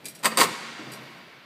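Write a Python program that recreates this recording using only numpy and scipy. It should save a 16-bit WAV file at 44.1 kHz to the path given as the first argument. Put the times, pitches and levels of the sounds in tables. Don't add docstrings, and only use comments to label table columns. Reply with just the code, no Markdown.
import sys
import numpy as np
from scipy import signal
from scipy.fft import rfft, irfft, next_fast_len
from scipy.io import wavfile

SR = 44100
rng = np.random.default_rng(int(sys.argv[2]) if len(sys.argv) > 2 else 0)


def put_to_file(sound):
    columns = np.atleast_2d(sound).T
    safe = np.clip(columns, -1, 1)
    whole_steps = np.round(safe * 32767)
    wavfile.write(sys.argv[1], SR, whole_steps.astype(np.int16))


N = 63945
T = np.arange(N) / SR


def frame():
    # t/s, level/dB, extra bass/dB, extra treble/dB, clear ring/dB
    blows = [(0.23, -45, 8, 7, -16), (0.2347, -30, -7.5, 0, -12.5), (0.2441, -25, -8, 0.5, 0.5),
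             (0.249, -22, 0.5, -2.5, 1), (0.2552, -14, -6, -1, -3), (0.263, -38, 18, -8, -6),
             (0.318, -40.5, 9.5, -13, 4.5), (0.3724, -25, 1, 7, 2.5), (0.381, -20.5, 1, -2, -13),
             (0.386, -22, 7, 6, -6), (0.391, -23.5, 6.5, -10, -4.5), (0.399, -19, -5, -1.5, -1),
             (0.405, -19.5, -5, 5, -0.5), (0.4128, -11.5, -14, -27.5, 2), (0.418, -28, 7.5, 10, 2),
             (0.432, -22.5, -2, 3, -25), (0.441, -24, -5, -3.5, -4)]
    # f/Hz, level/dB
    colour = [(40, -44), (85, -26), (150, -3), (250, -4.5), (430, -2), (740, -6), (1100, 2), (1550, -6),
              (1950, -5), (3100, -9.5), (4600, -7), (5500, -14.5), (7000, -12.5), (8400, -8), (10000, -16),
              (15000, -18)]
    # f/Hz, t60/s
    decay = [(150, 0.12), (1000, 0.069), (4000, 0.068), (12000, 0.11)]
    # f/Hz, level/dB, nominal t60/s
    modes = [(374, -15, .2), (414, -14, .15), (526, -14, .11), (656, -17, .13), (932, -9, .11),
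             (1070, -6, .09), (1194, -7, .11), (1310, -10, .11), (1833, -12, .11), (1901, -14, .11),
             (2033, -16, .1), (2137, -16, .11), (2549, -17, .14), (2809, -19, .14), (3890, -13, .09),
             (4530, -12, .08), (4662, -14, .1), (4800, -13, .1), (7700, -12, .03), (8300, -6, .03),
             (8700, -8, .03)]
    out = np.zeros((2, N))
    for s, db, bass_db, treble_db, ring_db in blows:
        blow = soften(strike(colour, decay, modes, ring_db), attack_s=0.00055)
        add(out, s, from_db(db) * shelves(blow, bass_db, treble_db))
    return out


def catch(t60_s=0.12):
    # t/s, level/dB, attack/s, extra top/dB
    ticks = [(0.0435, -49, 0.002, -5), (0.055, -35, 0.00044, 1), (0.083, -47.5, 0.001, 11),
             (0.093, -52, .003, 6), (0.147, -44, 0.0071, 2), (0.188, -53, .005, -10),
             (0.918, -44.5, 0.0014, -1.5), (0.933, -42, 0.0023, -12), (0.948, -65.5, 0.0028, 13),
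             (1.03, -65, 0.0027, 0), (1.10, -65, .005, 0), (1.172, -63, .012, 0)]
    # f/Hz, level/dB
    colour = [(150, -49), (400, -32), (1500, 1.5), (2500, 1), (4500, 8.5), (6500, 0), (8300, 8),
              (10000, 6.5), (12500, -1.5), (15000, -2)]
    # f/Hz, level/dB, nominal t60/s
    modes = [(2370, -3, .09), (2620, -7, .06), (4000, -11, .14), (4797, -7, .12), (5652, -12, .15),
             (6595, -15, .17), (7850, -2, .04), (8274, -4, .09), (9750, -4, .05), (10840, -7, .11),
             (11680, -6, .13), (12820, -11, .13)]
    out = np.zeros((2, N))
    for s, db, attack_s, top_db in ticks:
        tick = soften(strike(colour, [(1, t60_s)], modes, ring_db=0), attack_s)
        add(out, s, from_db(db) * shelves(tick, 0, top_db, treble_hz=11000))
    return out


def load_floor(t60_s=0.26):
    # t/s, level/dB
    swell = [(0, -53), (0.07, -49), (0.13, -55.5), (0.25, -49.5), (0.5, -53), (0.77, -55.5), (0.9, -48),
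             (1.05, -49), (1.17, -52.5), (1.45, -58.5)]
    # f/Hz, level/dB
    rumble_colour = [(40, -44), (85, -30), (130, 0.5), (175, 0.5), (225, -3), (310, -1.5), (430, -6),
                     (650, -4.5), (1000, -14), (3000, -30.5)]
    # t/s, level/dB
    bumps = [(0.022, -55), (0.041, -47), (0.187, -56), (0.79, -40.5), (0.811, -40), (0.868, -43),
             (0.915, -42), (0.989, -46)]
    # f/Hz, level/dB
    thud_colour = [(85, -16), (130, -1), (310, 3.5), (450, -4), (650, -3.5), (1000, -17), (3000, -41)]
    # f/Hz, level/dB, nominal t60/s
    modes = [(130.2, -6, 0.43), (220.5, -9, 0.46), (309.5, -4, 0.29), (436, -5, 0.16)]
    out = from_db(np.interp(T, *np.transpose(swell))) * noise(rumble_colour)
    for s, db in bumps:
        thud = strike(thud_colour, [(1, t60_s)], modes, ring_db=-1).sum(axis=0)
        add(out, s, from_db(db) * soften(thud, attack_s=0.006))
    return out


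def strike(colour, decay, modes, ring_db, size=16384, scatter_db=4, ring_length=0.97):
    t = np.arange(size) / SR
    snap = 1 + from_db(-14) * np.exp(-t / 0.0005)
    crack = dense_ring(colour, decay, size) * snap
    crack *= np.sqrt(SR / 100) / np.linalg.norm(crack)
    ring = 0
    for hz, db, t60 in modes:
        gain = from_db(db + rng.normal() * scatter_db) * rng.choice([-1, 1])
        ring += gain * np.sin(2 * np.pi * hz * t) * from_db(-60 * t / (t60 * ring_length))
    return np.array([crack, from_db(ring_db) * ring])


def dense_ring(colour, decay, size):
    edges_hz = np.r_[30, 70, 110, np.geomspace(160, 17000, 28)]
    t = np.arange(size) / SR
    hz = np.arange(size // 2 + 1) * SR / size
    white = rfft(rng.standard_normal(size))
    out = 0
    for low, high in zip(edges_hz, edges_hz[1:]):
        centre = np.sqrt(low * high)
        band = irfft(white * (hz >= low) * (hz < high), size)
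        band *= from_db(-60 * t / at_hz(decay, centre))
        band *= np.sqrt(2 * (high - low) / SR) / np.linalg.norm(band)
        out += band * from_db(at_hz(colour, centre))
    return out


def soften(x, attack_s):
    return x * np.minimum(T[:x.shape[-1]] / attack_s, 1)


def shelves(x, bass_db, treble_db, bass_hz=550, treble_hz=4000):
    low = signal.sosfilt(signal.butter(1, bass_hz, fs=SR, output="sos"), x)
    high = low_cut(x, treble_hz, order=1)
    return x + (from_db(bass_db) - 1) * low + (from_db(treble_db) - 1) * high


def cabin(x):
    # f/Hz, level/dB
    colour = [(100, 14), (250, 5), (1000, -4), (4000, -3), (12000, -12)]
    # f/Hz, t60/s
    decay = [(150, 0.49), (1000, 0.62), (12000, 0.5)]
    return reverb(x, colour, decay, level_db=-10, delay_s=0.005)


def hall(x):
    # f/Hz, level/dB
    colour = [(100, -2), (220, 6), (450, -5.5), (800, -0.5), (1120, -0.5), (1500, 3.5), (2500, 3.5),
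              (4700, -1), (5800, 0.5), (8400, -7.5), (12500, -7), (14000, -26)]
    # f/Hz, t60/s
    decay = [(150, 1.8), (500, 2.6), (1800, 3.44), (4500, 2.93), (8000, 1.32), (13000, 0.61)]
    return reverb(x, colour, decay, level_db=-12.5, delay_s=0.04)


def reverb(x, colour, decay, level_db, delay_s):
    response = dense_ring(colour, decay, size=65536)
    out = np.zeros(N)
    add(out, delay_s, from_db(level_db) * signal.fftconvolve(x, response)[:N])
    return out


def hall_wash():
    # f/Hz, level/dB
    colour = [(30, 5), (70, 7), (140, -1.5), (400, -3.5), (800, -7), (2000, -1), (4500, -9.5), (5700, -19),
              (9500, -31.5), (15000, -28)]
    return from_db(-54) * noise(colour)


def noise(colour):
    size = next_fast_len(N)
    hz = np.arange(size // 2 + 1) * SR / size
    white = rfft(rng.standard_normal(size))
    x = irfft(white * from_db(at_hz(colour, hz)), size)[:N]
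    return x / np.std(x)


def from_db(db):
    return 10 ** (np.asarray(db) / 20)


def at_hz(points, hz):
    f, values = np.transpose(points)
    return np.interp(np.log(np.maximum(hz, 1)), np.log(f), values)


def low_cut(x, hz, order=4):
    return signal.sosfilt(signal.butter(order, hz, "high", fs=SR, output="sos"), x)


def add(out, s, x):
    i = max(int(s * SR), 0)
    out[..., i:i + x.shape[-1]] += x[..., :N - i]


def scene():
    cracks, rings = low_cut(frame() + catch(), hz=137)
    metal = cracks + rings
    hall_send = cracks + from_db(-9) * rings
    return (metal + cabin(metal) + hall(hall_send) + load_floor() + hall_wash())[None]


def record(dry, low_cut_hz=112, stop_hz=15700):
    top_cut = signal.cheby2(18, 70, stop_hz, fs=SR, output="sos")
    return signal.sosfilt(top_cut, low_cut(dry, low_cut_hz))


dry = scene()
out = record(dry)
put_to_file(out)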